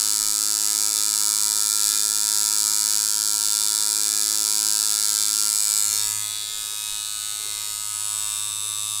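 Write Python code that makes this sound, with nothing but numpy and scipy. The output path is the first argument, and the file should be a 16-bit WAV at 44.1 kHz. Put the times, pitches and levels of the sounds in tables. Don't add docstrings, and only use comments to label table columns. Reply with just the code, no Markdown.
import sys
import numpy as np
from scipy import signal
from scipy.fft import rfft, irfft
from scipy.io import wavfile
from scipy.ndimage import uniform_filter1d, map_coordinates

SR = 44100
rng = np.random.default_rng(int(sys.argv[2]) if len(sys.argv) > 2 else 0)


def master(y):
    cut = np.clip(np.atleast_2d(y).T, -1, 1)
    pcm = np.round(cut * 32767)
    wavfile.write(sys.argv[1], SR, pcm.astype(np.int16))


def amplitude_ratio(level_db):
    exponent = np.asarray(level_db, float) / 20
    return 10 ** exponent


N = 396900

SHAFT_HZ = 105.4
NEEDLE_OUT_S = 5.47


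def unit(x):
    return x / np.sqrt(np.mean(x ** 2))


def curve(table):
    seconds, values = np.array(table, float).T
    return np.interp(np.arange(N) / SR, seconds, values)


def by_place(place, db):
    return amplitude_ratio(np.interp(place, np.arange(3), db))


def walk(rate, size=N):
    hold = int(SR / rate * size / N)
    steps = np.repeat(rng.standard_normal(size // hold + 1), hold)
    return unit(uniform_filter1d(uniform_filter1d(steps, hold), hold)[:size])


def swells(rows):
    t = np.arange(N) / SR
    return sum(db * np.cos(np.pi * np.clip((t - middle) / length, -.5, .5)) ** 2 for middle, length, db in rows)


def band(x, hz, width_hz):
    g, k = np.tan(np.pi * min(hz, .45 * SR) / SR), width_hz / hz
    return signal.lfilter([k * g, 0, -k * g], [1 + k * g + g * g, 2 * (g * g - 1), 1 - k * g + g * g], x)


def steady(x, span_s=0.26):
    return x / np.sqrt(uniform_filter1d(x ** 2, int(span_s * SR)))


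def clicks(at, size):
    out, near = np.zeros(N + 64), np.arange(-8, 9)
    keep = (at > 8) & (at < N - 9)
    whole = np.round(at[keep]).astype(int)[:, None] + near
    off = whole - at[keep][:, None]
    np.add.at(out, whole, size[keep][:, None] * np.sinc(off) * np.cos(np.pi * off / 18) ** 2)
    return out[:N]


def shaft():
    # time in seconds, turns ahead of a steady shaft.
    drift = [(0, -.08), (.43, -.117), (.7, -.092), (1.7, -.155), (1.85, -.18), (2.4, -.148), (2.95, -.085),
             (3.5, .03), (3.79, .13), (4.19, .173), (4.94, .5), (5.5, .66), (6.07, .454), (6.5, .466),
             (6.56, .517), (7.53, .562), (8.39, .45), (9, .43)]
    # start in seconds, length in seconds, turns lost.
    bites = [
        (1.19, .12, .025),
        (1.8, .18, .15),
        (2.32, .16, .08),
        (2.65, .11, .07),
        (3.3, .2, .05),
        (5.08, .11, .09),
    ]
    t = np.arange(N) / SR
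    lost = sum(slip * np.clip((t - start) / length, 0, 1) for start, length, slip in bites)
    lost = uniform_filter1d(lost, 3000)
    brake_hz = np.gradient(lost) * SR
    lining = uniform_filter1d(1. * (t < NEEDLE_OUT_S), 4000)
    hunt = .002 * (1 + 2.2 * lining) * walk(12) + .007 * brake_hz * walk(28)
    return SHAFT_HZ * t + uniform_filter1d(curve(drift), 3000) - lost + hunt, brake_hz


def knocks(turns, place, cartridge_db):
    # moment in turns, colour in Hz, width in Hz, level in dB lining, lifted and resting.
    contacts = [
        (-.05, 7000, 30000, 0, 0, 0),
        (-.3, 7800, 1500, -8, -13, -10),
        (-.17, 5000, 8000, -22, -11, -10),
        (-.24, 9500, 5000, -20, -7, -8),
        (-.36, 3800, 3000, -22, -9, -12),
        (.55, 4000, 5000, -20, -12, -12),
    ]
    # resonance in Hz, width in Hz, usual level against the knock in dB lining, lifted, resting.
    cartridge = [(3650, 194, -17.5, -2.5, -36), (4010, 580, -17, -18.5, -14)]
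    whole = np.arange(int(turns[-1]) + 2)
    drag = np.clip(SHAFT_HZ - np.gradient(turns) * SR, 0, 1)
    strikes = 0
    for k, (turn, hz, width_hz, *db) in enumerate(contacts):
        jitter_s, scatter_db = (12e-6, 2.5) if k else (3e-6, .5)
        chance = rng.standard_normal((len(whole), 2)).T
        at = np.interp(whole + turn, turns, np.arange(N))
        chance = chance * (1 + 0.63 * np.interp(at, np.arange(N), drag))
        chance = chance * np.interp(np.interp(at, np.arange(N), place), [0, 1], [1, .45])
        blows = clicks(at + chance[0] * jitter_s * SR, amplitude_ratio(scatter_db * chance[1]))
        strikes = strikes + by_place(place, db) * band(blows, hz, width_hz)
    fade = np.exp(-((turns - contacts[0][0]) % 1) / .07)
    rattle = amplitude_ratio(-8 + 4 * drag) * by_place(place, [0, -6, -6]) * fade
    grind = by_place(place, [-18, -19, -20])
    body = ring(unit(strikes) + (rattle + grind) * rng.standard_normal(N), place)
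    for (hz, width_hz, *usual_db), db in zip(cartridge, cartridge_db):
        body = body + (amplitude_ratio(db) / by_place(place, usual_db) - 1) * band(body, hz, width_hz)
    return body + (amplitude_ratio(1.28 * drag * (1.5 + .5 * walk(25))) - 1) * band(body, 11900, 4500)


def ring(x, place):
    # resonance in Hz, width in Hz, level in dB lining, lifted and resting.
    shell = [(3610, 520, -4, -2.5, -3), (4325, 365, -2, -10.5, -15.5), (4886, 1100, -1.5, -7, -8.5),
             (5457, 680, -1, -12, -21), (6265, 500, -4, -5.5, -5.5), (6910, 830, 4, -4, -7.5),
             (7800, 950, 4, -1.5, -1.5), (8170, 840, 4, -3, -1.5), (9204, 610, -0.5, -1.5, -5.5),
             (9880, 550, 4, -3.5, 3), (11650, 1000, -14, -34, -12), (12350, 810, -3, -7, -13),
             (14200, 910, -23, -11.5, -13), (14700, 1500, -7, -15, -16)]
    # Hz, width in Hz, change in dB.
    notches = [
        (8606, 143, -13),
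        (11360, 190, 3),
        (13340, 840, -1),
    ]
    shell_low_hz = [3850, 2700, 2700]
    f, out = np.fft.rfftfreq(1024, 1 / SR) + 1, 0
    late_s = .00045 * np.minimum(((f - 5800) / np.where(f > 5800, 4200, 2900)) ** 2, 1.1)
    spread = np.exp(-2j * np.pi * np.cumsum(late_s) * SR / 1024)
    for k in range(3):
        power = sum(amplitude_ratio(2 * row[2 + k]) / (1 + (2 * (f - row[0]) / row[1]) ** 2) ** 1.6 for row in shell)
        log_gain = np.log(power / (1 + (shell_low_hz[k] / f) ** 16)) / 2
        for hz, width_hz, db in notches if k == 0 else []:
            log_gain += np.log(amplitude_ratio(db)) * np.exp(-((f - hz) / width_hz) ** 2)
        fold = irfft(log_gain)[:513] * np.r_[1, np.full(511, 2), 1]
        response = irfft(np.exp(rfft(fold, 1024)) * spread)
        out = out + np.clip(1 - abs(place - k), 0, 1) * signal.fftconvolve(x, response)[:N]
    return out


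def mirrored(x, place):
    # delay in ms lining, delay in ms away, level in dB lining, lifted, resting.
    mirrors = [(.2, .55, -12, -13, -13), (1.05, .8, -13, -12, -12), (1.75, 2.1, -17, -12, -14),
               (2.9, 2.5, -23, -13, -14)]
    moving = np.clip(uniform_filter1d(np.gradient(place) * SR, 8000), 0, 1)
    passing = amplitude_ratio(3 * moving)
    out = x
    for near_ms, away_ms, *db in mirrors:
        sway_ms = (.004 + .04 * np.minimum(place, 1)) * walk(2)
        lag = (np.interp(place, [0, 1], [near_ms, away_ms]) + sway_ms) * SR / 1000
        out = out + by_place(place, db) * passing * map_coordinates(x, [np.arange(N) - lag], order=3)
    return out


def echoes(x, place, t60_s=.12):
    t = np.arange(int(.15 * SR)) / SR
    tails = rng.standard_normal((3, len(t))) * np.exp(-np.log(1000) * t / t60_s) * (t > .002)
    return sum(np.sqrt(np.clip(1 - abs(place - k), 0, 1)) * signal.fftconvolve(x, tail / np.linalg.norm(tail))[:N]
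               for k, tail in enumerate(tails))


def whirr(place):
    return by_place(place, [-22, -24, -24]) * unit(band(rng.standard_normal(N), 11300, 5500))


def hum(turns, place, wander_db=0.63, stray_db=-24):
    # multiple of the shaft rate, level in dB.
    hum_lining = [(1, -14), (2, -13), (3, -8), (4, -14.5), (5, -17), (6, -24.5), (7, -18), (8, -24.5),
                  (9, -4.5), (10, -15.5), (11, -13.5), (12, -5), (13, -2.5), (14, -10), (15, -8.5),
                  (16, -8), (17, -19.5), (18, -26.5), (19, -17.5), (20, -19), (21, -15.5), (22, -11.5),
                  (23, -13.5), (24, -19), (25, -19.5), (26, -17.5), (27, -14), (28, -15.5), (29, -15.5),
                  (30, -14)]
    hum_lifted = [(1, -7), (2, -19), (3, -38), (4, -20), (5, -36), (6, -21), (7, -23.5), (8, -19), (9, -11),
                  (10, -18.5), (11, -9.5), (12, -5), (13, -15), (14, -7), (15, -15), (16, -12.5), (17, -15),
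                  (18, -24), (19, -18.5), (20, -9), (21, -15), (22, -13), (23, -13), (24, -7), (25, -14.5),
                  (26, -10.5), (27, -11.5), (28, -11), (29, -9.5), (30, -8)]
    hum_resting = [(1, -4), (2, -15.5), (3, -50), (4, -19), (5, -32), (6, -15), (7, -14.5), (8, -21),
                   (9, -2), (10, -4), (11, 1), (12, 1), (13, -9), (14, -4.5), (15, -14), (16, -6.5),
                   (17, -13), (18, -25), (19, -25), (20, -6), (21, -14), (22, -9), (23, -6), (24, -12),
                   (25, -2.5), (26, -4), (27, -13), (28, -2.5), (29, -7), (30, -45)]
    at = np.arange(0, N, 32)
    out, spot = 0, place[at]
    rough = by_place(spot, [-22, -27, -27])
    turn = np.exp(2j * np.pi * turns)
    spin = turn

    def flutter(rate):
        return walk(rate, size=len(at)) + 1j * walk(rate, size=len(at))

    for lining, lifted, resting in list(zip(hum_lining, hum_lifted, hum_resting))[1:]:
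        multiple = round(lining[0])
        root, spin = multiple ** .5, spin * turn
        gain = by_place(spot, [lining[1], lifted[1], resting[1]])
        gain = gain * amplitude_ratio(wander_db * root * walk(2.96, size=len(at)))
        gain = gain * (1 + rough * root * flutter(90)) + amplitude_ratio(stray_db) * np.log10(multiple) * flutter(9)
        phase_turns = .35 * rng.random() - .12 * multiple
        gain = gain * np.exp(2j * np.pi * phase_turns)
        out = out + np.imag(spin * np.interp(np.arange(N), at, gain))
    return out


def chatter(turns, ring_db):
    at = np.interp(np.arange(int(turns[-1])) + .1, turns, np.arange(N))
    chance = rng.standard_normal((len(at), 2)).T
    struck = unit(clicks(at + 25e-6 * SR * chance[0], amplitude_ratio(0.83 * chance[1])))
    shaken = struck + 0.78 * rng.standard_normal(N)
    return amplitude_ratio(ring_db) * unit(band(band(shaken, 3586, 133), 3990, 360))


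def table_shake(turns):
    # time in seconds, level in dB.
    shake = [(0, -60.5), (5.52, -61), (5.7, -67), (5.91, -52), (6.17, -48), (6.52, -61), (7, -59.5),
             (8.05, -54.5), (9, -51)]
    return np.sqrt(2) * amplitude_ratio(curve(shake)) * np.sin(2 * np.pi * turns) * (1 + 0.13 * walk(60))


def wiping():
    # start in seconds, length in seconds, level in dB.
    strokes = [
        (5.794, 0.48, -59),
        (6.373, 0.44, -61.5),
        (7.3, 0.44, -60.5),
        (8.45, 0.51, -67),
    ]
    t = np.arange(N) / SR
    edge_s, press = 0.17, 0
    for start, length, db in strokes:
        inside_s = np.minimum(t - start, start + length - t)
        press = press + amplitude_ratio(db) * np.clip(inside_s / edge_s + .5, 0, 1) ** 2
    grain = rng.standard_normal(N) * amplitude_ratio(3.2 * walk(25))
    return press * unit(band(band(grain, 410, 220), 420, 350) + 0.06 * band(grain, 900, 900))


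def room(channels, air_db=-62):
    # pitch in Hz, level in dB.
    air_colour = [(20, -17), (50, -10), (80, 15), (150, 10.5), (300, 7), (600, 6), (1200, 4), (2500, 4.5),
                  (5000, -58), (15000, -46)]
    # time in seconds, level in dB.
    leans = [(.25, -53), (.87, -55), (1.53, -66), (1.88, -55), (2.43, -62), (2.61, -63), (3.5, -65),
             (5.74, -59), (6.07, -54), (6.57, -54), (6.93, -52), (7.18, -55), (7.56, -61), (7.71, -55),
             (7.77, -58), (8.25, -57)]
    hz, db = np.transpose(air_colour)
    f, t = np.fft.rfftfreq(N, 1 / SR) + 1, np.arange(N) / SR
    air = irfft(rfft(rng.standard_normal((channels, N))) * amplitude_ratio(np.interp(np.log(f), np.log(hz), db)), N)
    rumble = unit(band(band(band(rng.standard_normal((channels, N)), 18, 37), 16, 30), 15, 30))
    rise_s, fade_s = .03, .052
    weight = amplitude_ratio(-66 + 2.5 * walk(8))
    for s, lean_db in leans:
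        weight = weight + amplitude_ratio(lean_db) * np.exp(-abs(t - s) / np.where(t < s, rise_s, fade_s))
    return amplitude_ratio(air_db) * unit(air) + weight * rumble


def parting(mid):
    # start in seconds, end in seconds, side against middle in dB.
    spells = [(0.0, 0.168, -20.5), (0.436, 0.55, -18), (0.854, 0.98, -20), (1.416, 1.491, -19.5),
              (1.672, 1.85, -19), (2.317, 2.473, -19.5), (2.711, 2.852, -18.5), (3.17, 3.197, -26),
              (3.98, 4.01, -30), (4.222, 4.301, -19), (4.777, 4.91, -20), (4.964, 5.197, -19),
              (5.66, 5.802, -19.5), (6.024, 6.054, -22), (6.222, 6.251, -25), (6.35, 6.37, -26),
              (6.54, 6.56, -27), (7.168, 7.19, -30)]
    hz, s, frames = signal.stft(mid, SR, nperseg=512)
    smooth = uniform_filter1d(abs(frames), size=130, axis=0)
    size = np.where(hz[:, None] > 4000, smooth, abs(frames))
    gate = np.zeros(frames.shape)
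    for start, low, wide in rng.random((90, 3)):
        low_hz, at_s = 4000 + 10000 * low, 9 * start ** 1.3
        inside = (hz > low_hz) & (hz < low_hz + 500 + 3500 * wide)
        gate[np.ix_(inside, abs(s - at_s) < .012)] = amplitude_ratio(-24)
    for start, end, db in spells:
        gate[:, (s > start) & (s < end)] = amplitude_ratio(db + 3.5)
    blur = size * gate * np.exp(2j * np.pi * rng.random(frames.shape))
    return signal.istft(blur, nperseg=512)[1][:N]


def scene():
    # time in seconds, the pen's place (0 lining, 1 lifted, 2 resting).
    path = [
        (0, 0),
        (5.45, 0),
        (5.5, .05),
        (5.78, .1),
        (6.25, .9),
        (6.7, 1),
        (7.7, 1.1),
        (8.15, 1.9),
        (9, 2),
    ]
    # time in seconds, knock level in dB.
    knock_level = [
        (0, -22),
        (1, -21.5),
        (5.94, -21.5),
        (6.22, -27),
        (6.47, -30),
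        (6.56, -29),
        (7.84, -29),
        (8.12, -26.5),
        (9, -27),
    ]
    hum_db = [-18, -11.5, -13.5]
    # middle in seconds, length in seconds, rise in dB.
    loose = [(1.0, 0.16, 6), (1.45, 0.78, 2), (1.904, 0.62, 5.5), (2.35, 0.91, 2), (3.67, 0.7, 4),
             (4.3, 1.1, 3.5), (4.925, 0.51, 4.5), (5.28, 0.37, 6), (6.05, 0.88, 7.5), (6.8, 0.91, 6),
             (7.3, 0.55, 10), (8.652, 1, 3)]
    # middle in seconds, length in seconds, rise in dB.
    cupped = [
        (6.002, 0.35, 10.5),
        (6.384, 0.42, 6.5),
        (7.07, 0.22, 2),
    ]
    turns, brake_hz = shaft()
    place = np.clip(curve(path), 0, 2)
    level_db = curve(knock_level) + 0.36 * brake_hz + 0.35 * walk(6)
    calm_db = [[-18.5, -18.5, -36.5], [-14.5, -11.5, -10.5]]
    rings_db = [np.interp(place, np.arange(3), calm) + swells(rows) + 0.75 * walk(7)
                for calm, rows in zip(calm_db, [loose, cupped])]
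    direct = -knocks(turns, place, rings_db)
    scattered = by_place(place, [-15, -7, -7]) * echoes(direct, place)
    pen = amplitude_ratio(level_db) * steady(mirrored(direct, place) + scattered)
    needle_out = np.clip((np.arange(N) / SR - NEEDLE_OUT_S) / 0.11, 0, 1)
    hum_gain = amplitude_ratio(level_db - 2 * needle_out) * by_place(place, hum_db)
    low = hum_gain * steady(hum(turns, np.maximum(place, 0.36 * needle_out)))
    low = low + chatter(turns, level_db + rings_db[0]) * by_place(place, [-3, -8, -10])
    air_mid, air_side = room(channels=2)
    mid = amplitude_ratio(level_db) * whirr(place) + pen + low + table_shake(turns) + wiping() + air_mid
    side = parting(mid) + amplitude_ratio(-16 + 5.1 * walk(30)) * air_side
    return np.array([mid + side, mid - side])


def band_limit(x):
    return signal.sosfilt(signal.butter(12, 16230, fs=SR, output="sos"), x)


def record(dry):
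    top_cut = signal.ellip(10, .1, 45, 15800, fs=SR, output="sos")
    return band_limit(signal.sosfiltfilt(top_cut, dry))


dry = scene()
out = record(dry)
master(out)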